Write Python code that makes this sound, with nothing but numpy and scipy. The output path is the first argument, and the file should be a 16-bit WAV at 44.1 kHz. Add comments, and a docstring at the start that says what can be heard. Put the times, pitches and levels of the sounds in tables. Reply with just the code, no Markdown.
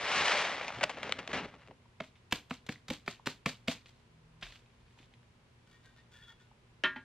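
"""Handling a bin of pellets

A metal bin full of dry feed pellets stands on the floor of a small room, heard from close by.
A bag is dragged aside, its creases crackling by stick-slip; two hands pat the bin nine times, ringing
its damped wall, and the pellets settle after each pat in a rattle of collisions. The bin is lifted and
set down; its tin lid is picked up with a faint frictional scrape and dropped on with a modal clank."""
import sys
import numpy as np
from scipy import signal
from scipy.fft import rfft, irfft
from scipy.io import wavfile
from scipy.ndimage import uniform_filter1d

SR = 44100
rng = np.random.default_rng(int(sys.argv[2]) if len(sys.argv) > 2 else 0)


def to_wav(s):
    """Save 16-bit WAV."""
    ch = np.atleast_2d(s).T  # columns
    pcm = np.round(np.clip(ch, -1, 1) * 32767)  # PCM
    wavfile.write(sys.argv[1], SR, pcm.astype(np.int16))


N = 310464
TIME = np.arange(N) / SR

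# creases of the bag snapping: start_s, level_db, decay_s, treble_db
SNAPS = [(0.049, -36.5, 0.0066, -6), (0.103, -33, 0.00079, -5), (0.138, -36, 0.0025, -6),
         (0.221, -28, 0.0027, -13), (0.268, -37, 0.001, -11), (0.274, -27, 0.005, -1),
         (0.296, -34, 0.001, -7), (0.318, -27, 0.0048, -1), (0.495, -32.5, 0.0026, -1),
         (0.612, -33.5, 0.0031, -26), (0.646, -40.5, 0.0021, 1), (0.681, -32.5, 0.0038, 11),
         (0.704, -34, 0.0046, -10), (0.722, -43, 0.003, -8.5), (0.81, -28, 0.0098, -11),
         (0.831, -26.5, 0.0044, 12), (0.8369, -25, 0.00053, 17), (0.839, -22.5, 0.002, 32.5),
         (0.895, -30, 0.012, 1), (0.971, -35.5, 0.02, -24), (1.031, -31.5, 0.0034, 5),
         (1.075, -40, 0.002, -20), (1.0944, -33.5, 0.0012, -1), (1.123, -24, 0.0015, 31),
         (1.19, -37, 0.0039, 20), (1.276, -35.5, 0.0024, 9), (1.331, -29, 0.019, 3),
         (1.54, -52, 0.0026, -28), (1.675, -54.5, 0.0014, 9), (1.6845, -52, 0.00023, -5),
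         (1.71, -50, 0.007, -35)]
# spectrum of a crease snapping or a hard edge striking: frequency_hz, relative_gain_db
SNAP_SPECTRUM = [(120, -54), (200, -16), (560, 8.5), (1750, 1), (2700, 4), (4810, -11.5), (5760, -15.5),
                 (6530, -16.5), (9380, -33.5), (11200, -47), (15000, -40.5)]
# blows on the bin, nine pats and the set-down: start_s, slap_db, thump_db, thump_hz, treble_db,
# rattle_db (pellets shaken loose), early_s (lead of a first graze), graze_db, graze_decay_s
BLOWS = [(2.003, -33.5, -33.5, 210, -26, -62, 0.0023, -67, .01),
         (2.324, -21.5, -27, 217, 28, -42, 0.013, -44, 0.014),
         (2.508, -32, -30.5, 228, 1, -50, 0.01, -51, 0.0098),
         (2.689, -32.5, -29, 211, 4, -49, 0.024, -48.5, 0.0064),
         (2.902, -31.5, -25, 233.6, 21, -43.5, 0.02, -40, 0.0092),
         (3.078, -28, -34.5, 166.6, 3.5, -45.5, 0.016, -48, 0.02),
         (3.269, -26.5, -29.5, 214.5, 8.5, -45.5, 0.0097, -35, 0.029),
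         (3.4595, -24, -23, 208.4, 10, -39, 0.001, -44, 0.0049),
         (3.68, -26.5, -23, 232, 29, -37, 0.0047, -40, 0.015),
         (4.423, -43.5, -46.5, 165, -13, -55, 0.011, -51.5, 0.029)]
# spectrum of pellets colliding: frequency_hz, relative_gain_db
PELLET_SPECTRUM = [(180, -68), (300, -5.5), (835, -4), (3690, -0.5), (5390, -8.5), (7500, -12.5),
                   (10100, -26.5), (10800, -70), (11300, -45), (12100, -20.5), (14300, -37), (15500, -89)]
# the heap slipping by itself as the bin is handled: start_s, crunch_db, crunch_decay_s, rattle_db
SLIPS = [(2.018, -53, 0.0034, -63), (2.042, -52, 0.002, -64.5), (2.156, -59, 0.013, -75),
         (3.859, -53, 0.0034, -60), (4.427, -35, 0.012, -57), (4.466, -46.5, 0.0053, -55.5),
         (4.506, -56, 0.0089, -65), (4.523, -49.5, 0.0031, -59), (4.558, -54, 0.0033, -65),
         (4.66, -65, 0.0033, -84), (4.701, -67.5, 0.0022, -84), (4.881, -66, .003, -77),
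         (4.908, -66, .003, -82), (4.988, -54.5, 0.012, -70), (5.029, -60, 0.0024, -85),
         (5.138, -58, .004, -84), (5.231, -67.5, 0.00085, -86)]


def amp(db):
    """Level: decibels become a gain in amplitude."""
    return np.exp(np.asarray(db) * np.log(10) / 20)


def unit(x):
    """Normalisation: a signal is scaled to rms 1."""
    return x / np.sqrt(np.mean(x ** 2) + 1e-20)


def punch(sound):
    """Equal energy: a short sound is scaled to the energy of 3 ms at rms 1."""
    return sound * np.sqrt(round(.003 * SR)) / np.linalg.norm(sound)


def read(points, hz):
    """Interpolation: a curve is read on a log-frequency axis."""
    f, value = np.transpose(points)
    return np.interp(np.log(hz + 1), np.log(f + 1), value)


def add(mix, s, sound):
    """Superposition: a sound is mixed in at time s."""
    part = mix[max(round(s * SR), 0):][:len(sound)]
    part += sound[:len(part)]


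def colour(x, spectrum, size=4096):
    """Minimum-phase filtering: the log gain fixes the phase, so the response is causal."""
    gain_db = read(spectrum, abs(np.fft.fftfreq(size, 1 / SR)))
    log_gain = np.log(amp(np.maximum(gain_db, -100)))
    response = np.exp(np.conj(signal.hilbert(log_gain)))
    taps = np.fft.ifft(response).real[:size // 2]
    return signal.oaconvolve(x, taps)[:len(x)]


def shelf(x, db, corner_hz):
    """Shelving: the part above a first-order crossover is raised or lowered."""
    low = signal.lfilter(*signal.butter(1, corner_hz, fs=SR), x)
    return low + amp(db) * (x - low)


def grains(per_s, spread_db, size=N):
    """Shot noise: a steady random train of tiny collisions, a few much larger than the rest."""
    chance, large, sign = rng.random(size), rng.exponential(1, size), rng.standard_normal(size)
    hit, force = chance < per_s / SR, np.zeros(size)
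    force[hit] = amp(spread_db * np.minimum(large[hit], 4)) * sign[hit]
    return unit(force)


def crack(decay_s, spectrum, grit, size=4096):
    """Impulsive contact: a sharp click with an exponentially dying burst of noise."""
    t = np.arange(size) / SR
    burst = grit * rng.standard_normal(size) * np.exp(-t / max(decay_s, 1e-4))
    click = t == 0
    return colour(burst + click, spectrum)


def ring(modes, t):
    """Modal superposition: sines of random phase, each dying by 60 dB in its t60."""
    return sum(amp(db - 60 * t / t60) * np.sin(2 * np.pi * (hz * t + rng.random()))
               for hz, db, t60 in modes)


def wander(depth_db, size):
    """Slow modulation: a gain drifts at random over about size samples, depth_db in rms."""
    step = 64
    noise = rng.standard_normal(len(TIME[::step]))
    drift = uniform_filter1d(uniform_filter1d(noise, size // step), size // step // 3)
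    return np.interp(TIME, TIME[::step], amp(depth_db * unit(drift)))


def swell(start, rise, hold, release):
    """Motion envelope: a movement gathers speed, holds it and decays exponentially."""
    out = np.zeros(N)
    t = np.arange(max(-start, 0), rise + hold + 9 * release, 1 / SR)
    onset = np.sin(np.pi / 2 * np.minimum(t / rise, 1))
    add(out, start, onset * np.exp(-np.maximum(t - rise - hold, 0) / release))
    return out


def room(x):
    """Reverberation: sparse reflections decay at a rate set by frequency and differ at each port."""
    # reverberation time: frequency_hz, t60_s
    decay_times = [(150, 0.24), (600, 0.19), (3000, 0.21), (12000, 0.28)]
    count = SR // 2
    sparse = rng.choice([-1., 1.], (2, count)) * (rng.random((2, count)) < .08)
    taps = sparse * (TIME[:count] > .004)
    hz, t, z = signal.stft(taps, SR, nperseg=256)
    tail = signal.istft(z * amp(-60 * t / read(decay_times, hz)[:, None]), SR, nperseg=256)[1]
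    common, apart = tail / np.linalg.norm(tail[0])
    apart = shelf(0.025 * apart, 5.9, 1500)  # close ports hear nearly the same bass
    return signal.oaconvolve(x[None], np.array([common + apart, common - apart]), axes=1)[:, :N]


def place(x, bearing, lean, room_db):
    """Two-port reception: direction sets a difference in phase and treble level; the room answers."""
    # difference over sum of two close microphone ports at bearing 1: frequency_hz, gain_db
    port_difference = [(100, -34), (700, -24), (2400, -19), (4400, -4), (8000, 6.5), (13000, 5)]
    hz = np.fft.rfftfreq(N, 1 / SR)
    out_of_step = 1j * bearing * amp(read(port_difference, hz))
    louder = lean * hz ** 2 / (hz ** 2 + 400 ** 2)
    side = irfft(rfft(x) * (out_of_step + louder), N)
    return np.array([x + side, x - side]) + amp(room_db) * room(x)


def background():
    """Stationary noise and tones: low room rumble, thin hiss and mains hum."""
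    # room air: frequency_hz, relative_gain_db
    air_spectrum = [(15, -47.5), (25, -6), (90, -1), (115, -3.5), (146, -4), (176, -7), (301, -15.5),
                    (383, -12.5), (709, -20.5), (1030, -17.5), (1120, -21), (1580, -22.5), (2700, -24),
                    (10900, -42.5), (15000, -68)]
    # mains hum: frequency_hz, level_db (rms)
    hum_tones = [(119, -69.5), (237, -77)]
    common, apart = (unit(colour(rng.standard_normal(N), air_spectrum)) for _ in range(2))
    apart = shelf(0.031 * apart, 29.7, 610)
    air = amp(-65) * np.array([common + apart, common - apart])
    hum = sum(amp(db) * np.sqrt(2) * np.sin(2 * np.pi * hz * TIME) for hz, db in hum_tones)
    return air + hum


def bag_motion():
    """Power addition: one long pull, the grip, short tugs and a shiver after each snap drive the bag."""
    # the long pull gathers speed, holds it and coasts out: start_s, rise_s, hold_s, release_s
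    long_pull = (-0.072, 0.28, 0.2, 0.2)
    # the gripped bag stirs softly for about 1.2 s, then fades: start_s, rise_s, hold_s, release_s
    grip = (0.002, 0.042, 1.187, 0.072)
    # short tugs, dying about as fast as they are held: start_s, hold_s, rustle_db, flap_db
    tugs = [(0.026, 0.016, -40, -60), (0.155, 0.019, -38, -46), (0.205, 0.038, -38, -45),
            (0.683, 0.0057, -39.5, -65), (0.782, 0.015, -58, -50), (0.819, 0.014, -37.5, -40),
            (1.034, 0.037, -41.5, -45), (1.184, 0.0097, -40, -44.5), (1.286, 0.022, -41.5, -44),
            (1.33, 0.044, -33.5, -38.5), (1.439, 0.011, -45, -46), (1.527, 0.022, -57, -58.5),
            (1.583, 0.046, -59.5, -89), (1.676, 0.026, -68, -55.5), (1.796, .04, -76, -93)]
    moves = [(long_pull, -30, -52.5), (grip, -48, -54.5)]  # shape, rustle_db, flap_db
    for s, hold_s, db, flap_db in tugs:
        moves.append(((s, 0.0063, hold_s, 1.15 * hold_s), db, flap_db))
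    rustle, flap = np.zeros((2, N))
    for shape, db, flap_db in moves:
        power = swell(*shape) ** 2
        rustle += amp(db) ** 2 * power
        flap += amp(flap_db) ** 2 * power
    for s, db, *_ in SNAPS:  # the bag rustles on after each snap
        rustle += (amp(db - 24) * swell(s, 0.0048, 0, 0.0073)) ** 2
    return np.sqrt(rustle), np.sqrt(flap)


def rustling(pull):
    """Stick-slip: grains excite the bag, a dense bright rush when pulled hard, dull slips when slow."""
    # sliding film: frequency_hz, relative_gain_db
    rustle_spectrum = [(120, -34.5), (200, -25), (277, -23), (316, -11.5), (373, -11.5), (599, -1.5),
                       (705, -1.5), (1470, -2.5), (2150, 0), (2410, -1.5), (3510, -6), (6220, -17.5),
                       (10000, -38), (13000, -108), (22000, -120)]
    # resonances of the bag: frequency_hz, relative_db, t60_s
    pouch_modes = [(613, 7, 0.089), (698, 8.5, 0.077), (804, -3.5, 0.31), (1139, 9.5, 0.05),
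                   (1556, 1, 0.084), (2100, -2, 0.032), (2810, 5, 0.24)]
    pull_db = 20 * np.log10(pull + 1e-9)
    fast = np.clip((pull_db + 50) / 19, .3, .97)  # power share of the dense grains
    # harder pulls are brighter, and the treble sinks over the first two seconds
    treble_db = np.clip(1.34 * (pull_db + 30.5), -5, 1) - 4.1 * np.minimum(TIME, 2)
    stereo = np.zeros((2, N))
    for bearing in (1.38, .2):  # the near and the far end of the bag
        dense = np.sqrt(fast) * grains(per_s=22000, spread_db=1.4)
        separate = np.sqrt(1 - fast) * grains(per_s=900, spread_db=2.6)
        slips = colour(dense + separate, rustle_spectrum)
        # as the bag changes shape, its resonances come and go
        hollow = np.zeros(N)
        for mode in pouch_modes:
            resonance = signal.oaconvolve(slips, ring([mode], TIME[:SR // 8]))[:N]
            hollow += resonance * wander(4, size=2600)
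        # small creases give way one by one, and the drag surges unevenly
        crackle = unit(colour(grains(per_s=380, spread_db=2.2), rustle_spectrum))
        rustle = unit(unit(slips) + .33 * unit(hollow) + amp(-8) * crackle)
        rustle = shelf(rustle * wander(1.1, size=900), treble_db, 1680)
        stereo += place(amp(-3.5) * rustle * pull, bearing=bearing, lean=0.091, room_db=-18.0)
    return stereo


def flapping(flap):
    """Forced vibration: sparse impulses, coloured low, swing the walls of the bag."""
    # flapping walls: frequency_hz, relative_gain_db
    flap_spectrum = [(25, -26.5), (41, -21), (70, -7), (110, -9.5), (170, -2), (279, -2), (311, -7.5),
                     (373, -3.5), (600, -8.5), (780, -27.5), (1320, -120)]
    return amp(-2.5) * unit(colour(grains(per_s=1200, spread_db=1.5), flap_spectrum)) * flap


def snaps():
    """Buckling: each crease snaps through with a click and a brief crackle."""
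    out = np.zeros(N)
    for s, db, decay_s, treble_db in SNAPS:
        snap = shelf(crack(decay_s, SNAP_SPECTRUM, grit=0.34), treble_db, 1570)
        add(out, s, amp(db) * punch(snap))
    return out


def bag():
    """Common drive: one motion makes the bag rustle and flap, and its creases snap."""
    pull, flap = bag_motion()
    body = place(flapping(flap) + snaps(), bearing=1, lean=0.14, room_db=-17.0)
    return body + rustling(pull)


def thuds():
    """Damped resonance: one mode per touch as the bag, the bin and the lid are handled."""
    # soft thuds and small ticks: start_s, level_db, pitch_hz, t60_s
    touches = [(0.769, -33, 120, 0.07), (0.831, -23, 610, 0.069), (0.967, -47, 308, 0.06),
               (1.039, -46, 241, 0.061), (1.185, -43, 236, 0.039), (1.426, -36, 180, 0.075),
               (1.688, -55, 151, .08), (1.711, -43.5, 773, 0.024), (1.714, -51, 407, 0.04),
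               (1.857, -50, 960, 0.018), (2.004, -30, 635, 0.044), (2.758, -38, 2000, 0.01),
               (2.893, -26, 169, 0.029), (3.197, -35, 930, 0.0086), (4.422, -44, 42, 0.32),
               (4.976, -50, 945, 0.015), (5.001, -36.5, 274, 0.017), (6.514, -47.5, 870, 0.021),
               (6.961, -38.5, 252, 0.067), (6.961, -39.5, 870, .065)]
    out, t = np.zeros(N), TIME[:SR // 3]
    for s, db, hz, t60 in touches:
        add(out, s, ring([(hz, db, t60)], t) * (1 - np.exp(-t * hz)))
    return out


def pats():
    """Impact and modal response: a palm slaps the wall, which swings, damped by the pellets."""
    # palm on metal: frequency_hz, relative_gain_db
    slap_spectrum = [(150, -10), (250, -4.5), (717, 4), (2710, 4), (3450, -4), (4550, -11), (6540, -21.5),
                     (7380, -22), (9390, -31), (10800, -43.5), (12400, -29), (15500, -47)]
    # the full bin's wall modes: ratio (to the thump pitch, before detuning), relative_db, t60_s
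    wall_modes = [(.48, -12.5, 0.069), (.7, -10.5, 0.11), (1., 3, 0.042), (1.239, -7, 0.092),
                  (2.15, -6, 0.048), (2.5, -10.5, 0.053), (2.8, -0.5, 0.013), (3.2, -14, 0.071)]
    out, t = np.zeros(N), TIME[:SR // 3]
    for s, slap_db, thump_db, thump_hz, treble_db, _, early_s, graze_db, graze_s in BLOWS:
        graze = crack(graze_s, PELLET_SPECTRUM, grit=0.99)
        add(out, s - early_s, amp(graze_db) * punch(graze))
        # fingers land one after another, then a weaker contact lingers
        landing = np.exp(-((t - .007) / .0034) ** 4)
        lingering = .07 * np.exp(-t / .015) * (1 - np.exp(-t / .003))
        force = (landing + lingering) * grains(per_s=14000, spread_db=3.0, size=len(t))
        slap = shelf(colour(force, slap_spectrum), treble_db, 5500)
        add(out, s - .004, amp(slap_db) * punch(slap))
        # the palm lands at a new spot each time and detunes the upper modes
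        modes = []
        for ratio, db, t60 in wall_modes:
            detune = 1 + .14 * (ratio > 1) * rng.uniform(-1, 1)
            modes.append((ratio * thump_hz * detune, db, t60))
        swing = ring(modes, t) * (1 - np.exp(-t / 0.0021))
        add(out, s + 0.00231, amp(thump_db) * swing)
    return out


def crunches():
    """Granular slip: the heap gives way in short bursts of contact noise."""
    # pellets grinding: frequency_hz, relative_gain_db
    crunch_spectrum = [(200, -13), (1200, -1.5), (2600, 6), (3700, 1), (5000, -9), (9000, -27.5),
                       (14000, -42)]
    out = np.zeros(N)
    for s, db, decay_s, _ in SLIPS:
        add(out, s, amp(db) * punch(crack(decay_s, crunch_spectrum, grit=0.38)))
    return out


def handling():
    """Shared direction: thuds, pats and crunches reach the ports from one bearing."""
    return place(thuds() + pats() + crunches(), bearing=-0.52, lean=-0.015, room_db=-12.0)


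def pellet_motion():
    """Power of agitation: blows throw the heap up, it lands and settles; tilting and creep add to it."""
    # pellets creeping while the bin is steadied: start_s, rise_s, hold_s, release_s
    creep = (4.69, 0.11, 0.22, 0.11)
    # pellets sliding as the bin is tilted: start_s, rise_s, hold_s, release_s
    tilt = (3.93, 0.043, 0.053, 0.045)
    sliding = amp(-81) * swell(*creep) + amp(-79) * swell(*tilt)
    motion = (sliding * wander(4.6, size=1500)) ** 2
    t = TIME[:SR]
    landing = 0.51 + 0.39 * np.exp(-((t - .035) / 0.0042) ** 2)
    settle = landing * (1 - np.exp(-t / 0.0052)) / (1 + (t / 0.053) ** 3.7)
    events = [(blow[0], blow[5]) for blow in BLOWS] + [(slip[0], slip[3]) for slip in SLIPS]
    for s, rattle_db in events:
        add(motion, s, (amp(rattle_db) * settle) ** 2)
    return motion


def pellets():
    """Granular collisions: a dense crowd and pitched ticks rattle, fading as the motion dies."""
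    motion, t = pellet_motion(), TIME[:512]
    out, onset = np.zeros((2, N)), 1 - np.exp(-(t / 0.00027) ** 2)
    for bearing in (.8, -1.2):  # both halves of the heap
        crowd = unit(colour(grains(per_s=5000, spread_db=3.7), PELLET_SPECTRUM))
        # pellets of different lengths each tick at their own pitch
        ticks = np.zeros(N)
        for hz in np.geomspace(2100, 4500, num=11):
            hits = grains(per_s=160, spread_db=4.8)
            ticks += signal.oaconvolve(hits, ring([(hz, 0, .013)], t) * onset)[:N]
        rattle = crowd + .75 * unit(ticks)
        out += place(rattle * np.sqrt(motion / 2), bearing=bearing, lean=0, room_db=-13.5)
    return out


def drone():
    """Pure tone: a faint low sine swells while the bin is lifted."""
    # swell of the tone: start_s, rise_s, hold_s, release_s
    lift = (4.07, 0.031, 0.35, .015)
    return amp(-62.5) * swell(*lift) * np.sin(2 * np.pi * 160 * TIME)


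def rubs():
    """Friction drive: each stroke wakes the lid's modes by changing amounts; the grip shifts their pitch."""
    # short strokes as the lid is picked up: start_s, hold_s, level_db, shift_hz (of the modes)
    strokes = [(5.665, .06, -71, 87), (5.83, .025, -68, 111), (5.956, .018, -68.5, 101),
               (6.114, .047, -64.5, 6), (6.218, .023, -67, -4), (6.274, .017, -63.5, 0),
               (6.391, .021, -70, 42)]
    # modes of the held lid before the shift: frequency_hz, relative_db (before random change), t60_s
    held_modes = [(904, -5, .09), (1420, 0, .1), (1770, -1, .11), (2250, -3, .04), (2800, -5, .04),
                  (3380, -2, .055), (3480, -3, .03), (3750, -12, .06), (4480, -8, .025)]
    out = np.zeros(N)
    for s, hold_s, db, shift_hz in strokes:
        stroke = swell(0, 0.011, hold_s, 1.7 * hold_s)[:SR // 2]
        friction = grains(per_s=1300, spread_db=2.0, size=len(stroke)) * stroke
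        modes = [(hz + shift_hz, mode_db + 2 * rng.standard_normal(), t60)
                 for hz, mode_db, t60 in held_modes]
        sing = signal.oaconvolve(friction, ring(modes, TIME[:SR // 8]))[:len(stroke)]
        rub = unit(sing) + amp(-4) * unit(colour(friction, PELLET_SPECTRUM))
        add(out, s, amp(db) * rub * np.sqrt(np.mean(stroke ** 2)))
    return out


def squeaks():
    """Mode locking: stick-slip holds one mode for a moment; pitch and strength waver with the grip."""
    # squeaks of the rubbed lid: start_s, length_s, level_db, pitch_hz (before jitter), glide_hz
    squeals = [(5.835, .08, -72, 1610, -70), (5.955, .07, -72, 1810, 50), (6.128, .045, -70, 3450, -40),
               (6.125, .14, -66.5, 1745, 45), (6.21, .06, -64.5, 3410, -40), (6.268, .045, -60, 3340, 70),
               (6.255, .065, -67, 1385, 30), (6.27, .075, -69, 1810, 40)]
    out = np.zeros(N)
    for s, length_s, db, hz, glide_hz in squeals:
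        u = np.linspace(0, 1, round(length_s * SR))
        jitter, flutter = (unit(uniform_filter1d(rng.standard_normal(len(u)), size))
                           for size in (90, 260))
        pitch = (hz + glide_hz * u) * (1 + .018 * jitter)
        tone = np.sin(2 * np.pi * np.cumsum(pitch) / SR) * amp(4 * flutter)
        add(out, s, amp(db) * unit(tone * np.sin(np.pi * u)))
    return out


def clanks():
    """Modal impact: landing on the rim rings the tin lid, with a clatter of dense modes."""
    # modes of the tin lid: frequency_hz, relative_db (before the tilt), t60_s
    lid_modes = [(237, -27, .2), (264, -29, .5), (370, -19, .2), (614, -19, .19), (902, -14, .15),
                 (991, -24, .3), (1061, -19, .24), (1180, -15, .21), (1407, -3, .2), (1445, -15, .13),
                 (1633, -12, .45), (1767, -8, .15), (1818, 1, .19), (1895, -14, .16), (1946, -15, .35),
                 (2245, -12, .19), (2422, -17, .16), (2635, -9.5, .18), (1545, -16, .13), (2075, -13, .12),
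                 (2540, -15, .11), (2750, -14, .11), (3381, -16, .12), (3590, -15, .09), (2849, -12, .17),
                 (2912, -12, .11), (3113, 3, .12), (3289, -11, .16), (3472, -14, .11), (3740, -15, .09),
                 (4000, -19, .14), (4230, -16, .06), (5017, -31, .17), (5448, -28, .12)]
    # the lid lands on the rim, chatters and drops into its seat: start_s, ring_db, clatter_db,
    # edge_db, tilt_db (per octave about 1500 Hz for the ring, treble shelf for the clatter)
    landings = [(6.8374, -24.5, -29.5, -28, -2), (6.8425, -54, -33, -41, 3), (6.8515, -54, -38, -48, 1),
                (6.8735, -60, -44, -56, 0), (6.9602, -47, -43, -62, -5)]
    # dense modes: frequency_hz, relative_gain_db
    clatter_spectrum = [(120, -20), (230, 1), (400, -15), (520, -21), (770, -18), (923, 1), (1300, -6),
                        (1830, 4.5), (2200, 1), (3000, -9), (4000, -9), (4600, -19), (10000, -50),
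                        (12300, -42), (15000, -70)]
    out, t = np.zeros(N), TIME[:SR // 2]
    for s, ring_db, clatter_db, edge_db, tilt_db in landings:
        modes = [(hz, db + tilt_db * np.log2(hz / 1500), t60) for hz, db, t60 in lid_modes]
        # the lid is not quite even, so each mode beats with a weaker twin
        modes += [(hz + rng.uniform(21.32, 80.6), db - 14, t60) for hz, db, t60 in modes]
        # the ring builds as it spreads over the sheet; the clatter dies fast, its treble first
        sheet = amp(ring_db) * ring(modes, t) * (1 - np.exp(-t / .004))
        clatter = unit(colour(rng.standard_normal(len(t)), clatter_spectrum)) * np.exp(-t / .02)
        clatter = amp(clatter_db) * shelf(clatter, tilt_db - 90 * t, 3200)
        add(out, s, (sheet + clatter) * (1 - np.exp(-t / 0.00026)))
        edge = crack(0.0019, SNAP_SPECTRUM, grit=0.23)  # the edge meets the rim
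        add(out, s, amp(edge_db) * punch(edge))
    return out


def lid():
    """Friction and impact: the tin lid sings in fits when rubbed and clanks when it lands."""
    scrape = place(rubs() + squeaks(), bearing=1.0, lean=0.15, room_db=-7.5)
    return scrape + place(clanks(), bearing=0.35, lean=0.01, room_db=-14)


def scene():
    """Superposition: the sounds of all sources in the room add."""
    return background() + bag() + handling() + pellets() + drone() + lid()


def record(dry):
    """Band limitation: a linear-phase low-pass removes what lies above about 15.9 kHz."""
    taps = signal.firwin(511, 15900, window=("kaiser", 9), fs=SR)
    return signal.oaconvolve(dry, taps[None], "same")


dry = scene()
out = record(dry)
to_wav(out)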